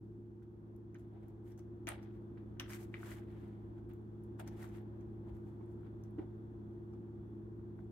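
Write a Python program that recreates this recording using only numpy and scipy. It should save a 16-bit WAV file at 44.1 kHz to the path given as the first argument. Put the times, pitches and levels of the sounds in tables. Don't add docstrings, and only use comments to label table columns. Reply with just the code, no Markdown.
import sys
import numpy as np
from scipy import signal
from scipy.fft import rfft, irfft, next_fast_len
from scipy.io import wavfile
from scipy.ndimage import map_coordinates

SR = 44100
rng = np.random.default_rng(int(sys.argv[2]) if len(sys.argv) > 2 else 0)


def store_pcm(level_fs):
    pcm = np.round(np.clip(level_fs, -1, 1) * 32767).astype(np.int16)
    wavfile.write(sys.argv[1], SR, np.atleast_2d(pcm).T)


N = 348831


def amp(db):
    return 10 ** (np.asarray(db) / 20)


def unit(x):
    return x / np.sqrt(np.mean(x ** 2) + 1e-20)


def along(points, hz):
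    f, v = np.transpose(points)
    return np.interp(np.log(hz + 1), np.log(f + 1), v)


def curves(rows):
    s, *cols = np.transpose(rows)
    return np.array([np.interp(np.arange(N) / SR, s, c) for c in cols])


def wobble(rate):
    knots = rng.standard_normal(int(N * rate / SR) + 4)
    return map_coordinates(knots, [np.arange(N) * rate / SR])


def filtered(x, response):
    m = next_fast_len(N + SR // 2)
    hz = np.fft.rfftfreq(m, 1 / SR)
    return irfft(rfft(x, m) * response(hz), m)[..., :N]


def rush(spectrum, alike, pair):
    def mid_side(hz):
        turn = np.arccos(np.clip(along(alike, hz), -.3, 1)) / 2
        return amp(along(spectrum, hz)) * [np.cos(turn), np.sin(turn)]

    mid, side = filtered(pair, mid_side)
    return unit(np.array([mid + side, mid - side]))


def pan(left_right_db):
    return amp([[left_right_db / 2], [-left_right_db / 2]])


def add(track, s, sound, left_right_db):
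    at = round(s * SR)
    track[:, at:at + len(sound)] += pan(left_right_db) * sound


def burst(hz, cycles, t):
    u = t * hz / cycles
    return np.e * u * np.exp(-u) * np.sin(2 * np.pi * hz * t)


# start_s, rumble_db, airflow_db
VENT_LEVELS = [(0.0, -49.5, -75), (0.37, -53, -74.5), (2.09, -49.5, -69.5), (2.82, -48.5, -67.5),
               (4.21, -49, -69.5), (4.6, -48, -67.5), (7.91, -49, -70)]
# pitch_hz, level_db, wander_db, left_right_db, left_lead_rad
MOTOR_TONES = [(59.65, -71.5, 2.5, -1, 0), (75.3, -65.5, 4, 2.5, 0.013), (109.5, -53.5, -0.3, -0.8, 0.26),
               (163.3, -70.5, 2, 6.5, 0.31), (209.8, -59, 1.5, -3, 0.16), (273.3, -72.5, 3.5, 6, 0.15),
               (332.2, -61, 1.6, 5.5, -0.24), (350.8, -57.5, 2.5, 0, 0.35),
               (416.6, -74.5, 0.5, -4.5, -0.62)]
# pitch_hz, relative_level_db (per Hz)
RUMBLE_COLOUR = [(20, -21), (35, -17), (55, 11.5), (90, 3), (140, 8), (195, 6.5), (250, 7), (350, 8.5),
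                 (400, 1), (470, -1.5), (560, -45.5)]
# pitch_hz, relative_level_db (per Hz)
AIRFLOW_COLOUR = [(300, -32), (480, -6.5), (660, -10.5), (830, -9.5), (1060, -14), (1580, -20.5),
                  (1850, -25), (2400, -33.5), (3400, -36.5), (4400, -46.5), (6000, -89.5)]
# pitch_hz, likeness (no unit; below -0.3 counts as -0.3)
VENT_LIKENESS = [(60, 0.93), (110, 0.96), (200, 0.92), (380, 0.76), (700, 0.15), (1290, -0.43),
                 (2380, -0.86), (4400, 0.53), (8120, -0.16), (15000, -0.13)]


def vent():
    rumble_db, airflow_db = curves(VENT_LEVELS)
    t = np.arange(N) / SR
    tones = np.zeros((2, N))
    for hz, db, wander_db, left_right_db, lead in MOTOR_TONES:
        side_lead = np.array([[lead / 2], [-lead / 2]])
        phase = 2 * np.pi * hz * t + 0.22 * wander_db * wobble(3.5) + side_lead
        level = amp(db + 3.5 + wander_db * np.tanh(wobble(9)))
        tones += level * pan(left_right_db) * np.sin(phase)
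    rumble = amp(-6.5) * rush(RUMBLE_COLOUR, VENT_LIKENESS, rng.standard_normal((2, N)))
    airflow = rush(AIRFLOW_COLOUR, VENT_LIKENESS, rng.standard_normal((2, N)))
    flicker_db = 0.46 * wobble(8.7)
    motor_gain = amp(rumble_db - rumble_db.mean())
    return amp(rumble_db) * rumble + motor_gain * tones + amp(airflow_db + flicker_db) * airflow


# pitch_hz, width_hz, level_db
GRILLE_WHINE = (3430, 110, -100)


def whine():
    hz, width, db = GRILLE_WHINE
    airflow_db = curves(VENT_LEVELS)[1]
    band = filtered(rng.standard_normal((2, N)), lambda f: np.exp(-((f - hz) / width) ** 2))
    level_db = db + airflow_db - airflow_db.mean() + 1.5 * wobble(6.2)
    return amp(level_db) * unit(band)


# start_s, level_db, pitch_hz, left_right_db, swell_cycles
CLAW_KNOCKS = [(0.422, -67, 1440, 2, 0.75), (0.9453, -61, 2160, 3, 1.2), (0.9515, -53.5, 1660, -2, 0.92),
               (1.576, -67, 1340, -6, .88), (1.871, -36, 2340, 4, 0.66), (1.8808, -38, 2020, -2, .48),
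               (1.889, -31.5, 2040, -6, 0.3), (2.0293, -60, 1540, 4, .86), (2.374, -57, 1730, 0, 0.58),
               (2.5713, -62, 1540, 3, 0.68), (2.5975, -31.5, 2980, -.5, 1.01),
               (2.6044, -42, 1960, -5, 0.45), (2.7032, -44, 1860, 3, 0.53), (2.7332, -42.5, 2210, 4, 1.01),
               (2.9416, -34.5, 2190, 2.5, 0.87), (3.0309, -41.5, 1370, -1, 0.72),
               (3.116, -46, 2020, 2, 1.4), (3.22, -62, 1480, -4, .78), (3.7848, -65, 1430, 0, 1.1),
               (3.894, -64, 1380, 0, .99), (4.3926, -55, 1290, -1, 0.83), (4.3968, -48, 1380, 1, .7),
               (4.473, -57.5, 1280, -2, 0.96), (4.6264, -48, 1890, -1, .95), (4.6416, -47.5, 1240, 5, 0.75),
               (5.61, -58, 1000, -6, .95), (5.8324, -63, 1320, 2, 1.1), (5.864, -63, 1340, 2, .83),
               (6.1858, -58, 1520, 1, 0.87), (6.194, -56.5, 1200, 4, 0.88), (6.224, -60.5, 1274, 1, 0.69),
               (6.936, -60.5, 1190, -1.5, .95), (7.594, -64, 1210, 1, 0.79), (7.79, -56.5, 1460, 6, 0.69)]
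# pitch_hz, relative_level_db, time_to_fall_60_db_s
BOX_RINGS = [(640, -2.5, 0.031), (787, -6, 0.055), (1140, -2, 0.01), (1550, 0.5, 0.015), (2100, 11.5, .02),
             (2750, 5, .015), (3500, -6, .012)]
RING_DB = -20


def knocks():
    track, t = np.zeros((2, N + SR)), np.arange(SR // 8) / SR
    for s, db, knock_hz, left_right_db, cycles in CLAW_KNOCKS:
        ring = np.zeros(len(t))
        for hz, level, t60 in BOX_RINGS:
            decay = amp(level + rng.normal(0, 1.1) - 60 * t / t60)
            ring += decay * np.sin(2 * np.pi * hz * rng.normal(1, 0.07) * t)
        ring *= 1 - np.exp(-t / 0.0055)
        knock = burst(knock_hz, np.clip(cycles, .4, 2.5), t) + amp(RING_DB) * ring
        add(track, s, amp(db) * knock, left_right_db)
    return track[:, :N]


# start_s, swell_s, hold_s, fade_db_per_s (before FADE_SPEEDS), box_db, card_db, fibre_db
RUB_STROKES = [(0.429, 0.0077, 0.0022, 900, -87, -79, -85), (0.957, .012, .002, 598, -76, -67, -90),
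               (0.99, .015, .02, 300, -88, -88, -85), (1.147, 0.078, .03, 298, -69.5, -81.5, -103),
               (1.235, .04, .002, 300, -74, -78, -92), (1.288, .025, .002, 400, -70, -81, -83.5),
               (1.471, .03, .05, 400, -80, -77.5, -80), (1.583, 0.0094, 0.0092, 350, -72, -74.5, -77),
               (1.877, 0.006, .015, 280, -49, -46.5, -58.5), (2.029, 0.017, 0.0022, 398, -71, -73, -77),
               (2.146, 0.068, .002, 252, -76, -79.5, -89.5), (2.377, .008, .002, 450, -79, -68, -95),
               (2.6, .006, 0.0016, 700, -60.5, -46.5, -58), (2.705, .03, 0.051, 300, -69, -57, -58.5),
               (2.798, .08, 0.039, 350, -72, -69, -68.5), (2.944, 0.013, .002, 350, -69, -56, -79),
               (3.075, 0.17, .06, 200, -65, -60.5, -66), (3.17, .05, .025, 500, -68, -67, -73.5),
               (3.321, 0.24, 0.12, 57, -73.5, -74, -86), (3.78, 0.035, .002, 400, -72, -79.5, -91.5),
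               (3.898, .008, 0.0018, 248, -73.5, -72.5, -84.5), (4.24, .007, .002, 400, -75, -95, -87),
               (4.399, .011, 0.0014, 599, -51.5, -54.5, -60), (4.479, 0.017, 0.0016, 700, -63, -62.5, -67),
               (4.52, .03, .025, 300, -70, -77, -84.5), (4.574, .02, 0.025, 300, -67, -67, -72.5),
               (4.63, .05, .015, 300, -62.5, -62, -65), (4.69, .02, .01, 400, -76, -74, -79),
               (4.768, .12, .002, 300, -68, -66, -75), (5.01, 0.036, 0.0018, 350, -83.5, -78.5, -91),
               (5.289, 0.059, .002, 350, -61.5, -74, -86.5), (5.365, 0.056, .002, 200, -72, -81, -84.5),
               (5.477, 0.11, .002, 100, -75, -83, -86), (5.616, .05, .03, 201, -70, -90.5, -95),
               (5.716, .08, .002, 150, -81, -93, -89), (5.868, 0.056, 0.0023, 453, -72.5, -74, -91.5),
               (6.045, .01, .002, 349, -81, -84.5, -85.5), (6.187, .015, 0.041, 500, -61, -75, -92),
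               (6.94, .06, .002, 199, -71.5, -88, -94), (7.795, .05, 0.0022, 350, -67, -83.5, -90)]
FADE_SPEEDS = [.7, 1, 1.4]
SWELL_DB = 22


def strokes():
    def column(values):
        return np.array(values)[:, None]

    drag_db = column([-7.5, -12.5, -21])
    drag_fade = column([110, 100, 160])
    power = np.zeros((3, N + SR))
    for s, swell_s, hold_s, fade, *peak_db in RUB_STROKES:
        at = max(round((s - .3) * SR), 0)
        t = (at + np.arange(SR)) / SR - s
        after = np.maximum(t - hold_s, 0)
        swell = SWELL_DB * np.minimum(t, 0) / swell_s
        falling = np.maximum(-fade * column(FADE_SPEEDS) * after, drag_db - drag_fade * after)
        power[:, at:at + SR] += amp(2 * (column(peak_db) + swell + falling))
    return np.sqrt(power[:, :N])


# pitch_hz, relative_level_db (per Hz)
HOLLOW_COLOUR = [(380, -37), (520, 0), (640, 0.5), (780, 2.5), (950, -1.5), (1200, -28), (2000, -88)]
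# pitch_hz, relative_level_db (per Hz)
CARD_COLOUR = [(600, -44), (1000, -6.5), (1300, -2.5), (1700, -3), (2150, -4.5), (2600, -10), (3400, -11),
               (4100, -17.5), (5200, -26), (9000, -89.5)]
# pitch_hz, relative_level_db (per Hz)
FIBRE_COLOUR = [(2500, -45.5), (4200, -5), (5000, -4), (6400, -1.5), (8000, -1), (9500, -4), (11800, -1),
                (14000, -4.5), (16000, -8), (17000, -56)]


def rubbing():
    box_gain, card_gain, fibre_gain = strokes()
    clumps = amp(1.2 * wobble(60))
    card_grain = clumps * amp(2.5 * wobble(400))
    fibre_grain = clumps * amp(1.8 * wobble(900) + 1.2 * wobble(220))
    box = rush(HOLLOW_COLOUR, [(700, 0.25)], clumps * rng.standard_normal((2, N)))
    card = rush(CARD_COLOUR, [(1000, .1), (4000, .2)], card_grain * rng.standard_normal((2, N)))
    fibre = rush(FIBRE_COLOUR, [(5000, .05)], fibre_grain * rng.standard_normal((2, N)))
    return box_gain * box + pan(1.6) * (card_gain * card + fibre_gain * fibre)


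# start_s, level_db, pitch_hz, left_right_db
CLAW_SNAPS = [(0.7632, -64, 12100, 12), (0.9458, -62, 6460, 2), (0.9866, -70, 6660, 3),
              (0.9965, -64, 11400, 8), (1.2836, -61.5, 12000, 7), (1.5074, -69, 11700, 4),
              (1.521, -66, 5570, 8), (1.5778, -62.5, 6200, 8), (1.593, -60, 6000, 8.5),
              (1.8715, -41.5, 6380, 6), (1.8808, -50, 13020, 2.5), (1.8891, -30, 9200, 1.5),
              (2.0285, -64, 5380, -3.5), (2.0368, -66.5, 6230, 0), (2.5982, -39, 5700, 10.5),
              (2.6974, -52.5, 5380, -1.5), (2.7025, -53, 11500, 3), (2.7344, -48, 6300, 5),
              (2.9404, -65.5, 6760, 1.5), (3.036, -59, 11300, 0), (3.1545, -57, 11800, 2),
              (3.893, -58, 13540, 1), (3.9362, -55.5, 14100, 8), (4.2371, -64.5, 10500, 9),
              (4.2667, -71, 13000, 1.5), (4.3967, -46.5, 8500, -7), (4.4768, -52.5, 6060, 10),
              (4.4862, -58.5, 5270, 4), (4.6894, -63, 6190, 0.5), (4.8165, -68.5, 14100, 4),
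              (5.01, -69.5, 6220, 6), (5.368, -71, 13100, 7), (5.662, -72, 8990, 4),
              (6.0377, -61.5, 6100, 9), (6.109, -72, 10550, 4), (6.1946, -72.5, 5330, -0.5),
              (6.9364, -70.5, 5340, 4)]
STRAY_TICKS = 70
FRAY_DB = -5


def snaps():
    track, t = np.zeros((2, N + SR)), np.arange(SR // 50) / SR
    when, size, pitch, side = rng.random((STRAY_TICKS, 4)).T
    stray_db = -85 + 9.5 * size ** 3
    strays = np.transpose([when * N / SR, stray_db, 5000 + 9000 * pitch, 8.5 * side - 1.5])
    for s, db, hz, left_right_db in [*CLAW_SNAPS, *strays]:
        fray = amp(FRAY_DB - 60 * t / 0.0024) * np.diff(rng.standard_normal(len(t) + 1))
        add(track, s, amp(db) * (burst(hz, 1.6, t) + fray), left_right_db)
    return track[:, :N]


# start_s, level_db, pitch_hz, left_right_db
PAW_LANDINGS = [(1.869, -48.5, 287, 20), (4.394, -64, 332, -3), (5.606, -49.5, 348, -9),
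                (6.182, -36, 296, 1), (6.192, -36.5, 332, -3)]
# start_s, level_db, pitch_hz
FLOOR_BOOMS = [(2.851, -53, 69.5), (4.62, -63, 60.3), (5.311, -50, 64.2)]


def paws():
    track, t = np.zeros((2, N + SR)), np.arange(SR // 5) / SR
    soft = signal.butter(4, 2600, fs=SR, output="sos")
    puff_shape = amp(-24.5 - 60 * t / 0.053) * (1 - np.exp(-t / 0.0025))
    for s, db, hz, left_right_db in PAW_LANDINGS:
        puff = puff_shape * unit(signal.sosfilt(soft, rng.standard_normal(len(t))))
        add(track, s, amp(db) * (burst(hz, 1.4, t) + puff), left_right_db)
    for s, db, hz in FLOOR_BOOMS:
        add(track, s, amp(db) * burst(hz, 0.99, t), 0)
    return track[:, :N]


# pitch_hz, time_to_fall_60_db_s
ROOM_RING = [(300, 0.27), (2000, 0.33), (10000, 0.15)]
# delay_s, level_db (before dulling)
NEAR_ECHOES = [(.0023, -5.5), (.0041, -16.5), (.0075, -12.5), (0.013, -16.5)]
PORT_LAG = .00009


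def room(x, wet_db):
    lag = np.array([[0], [PORT_LAG]])

    def near(hz):
        direct = np.exp(-2j * np.pi * hz * lag)
        echoes = 0
        for s, db in NEAR_ECHOES:
            delay = s * rng.normal(1, 0.067, (2, 1))
            echoes = echoes + amp(db) * np.exp(-2j * np.pi * hz * delay)
        return direct + echoes / (1 + 1j * hz / 4000)

    out, step = np.pad(filtered(x, near), ((0, 0), (0, SR))), SR // 4
    for at in range(0, N, step):
        hz, t, z = signal.stft(rng.standard_normal((2, SR // 3)), SR, nperseg=256)
        decay = amp(-60 * t / along(ROOM_RING, hz)[:, None])
        tail = signal.istft(z * decay, SR, nperseg=256)[1]
        wet = signal.fftconvolve(x[:, at:at + step], tail / np.linalg.norm(tail[0]), axes=1)
        start = at + 200
        out[:, start:start + wet.shape[1]] += amp(wet_db) * wet
    return out[:, :N]


def scene():
    claws_and_paws = knocks() + snaps() + paws()
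    return room(claws_and_paws, wet_db=-10.0) + rubbing() + vent() + whine()


# pitch_hz, relative_level_db (per Hz)
HISS_COLOUR = [(1500, -20), (2500, 9), (4200, -1.5), (6500, 0.5), (7200, -7.5), (10500, -8), (11700, -2.5),
               (13000, -6), (16000, -8), (17000, -58)]
TOP_HZ, FADE_IN = 15800, 0.024


def record(dry):
    hiss = amp(-97) * rush(HISS_COLOUR, [(5000, .05)], rng.standard_normal((2, N)))
    fade = np.clip(np.arange(N) / SR / FADE_IN, 0, 1)
    return filtered((dry + hiss) * fade, lambda hz: hz < TOP_HZ)


dry = scene()
out = record(dry)
store_pcm(out)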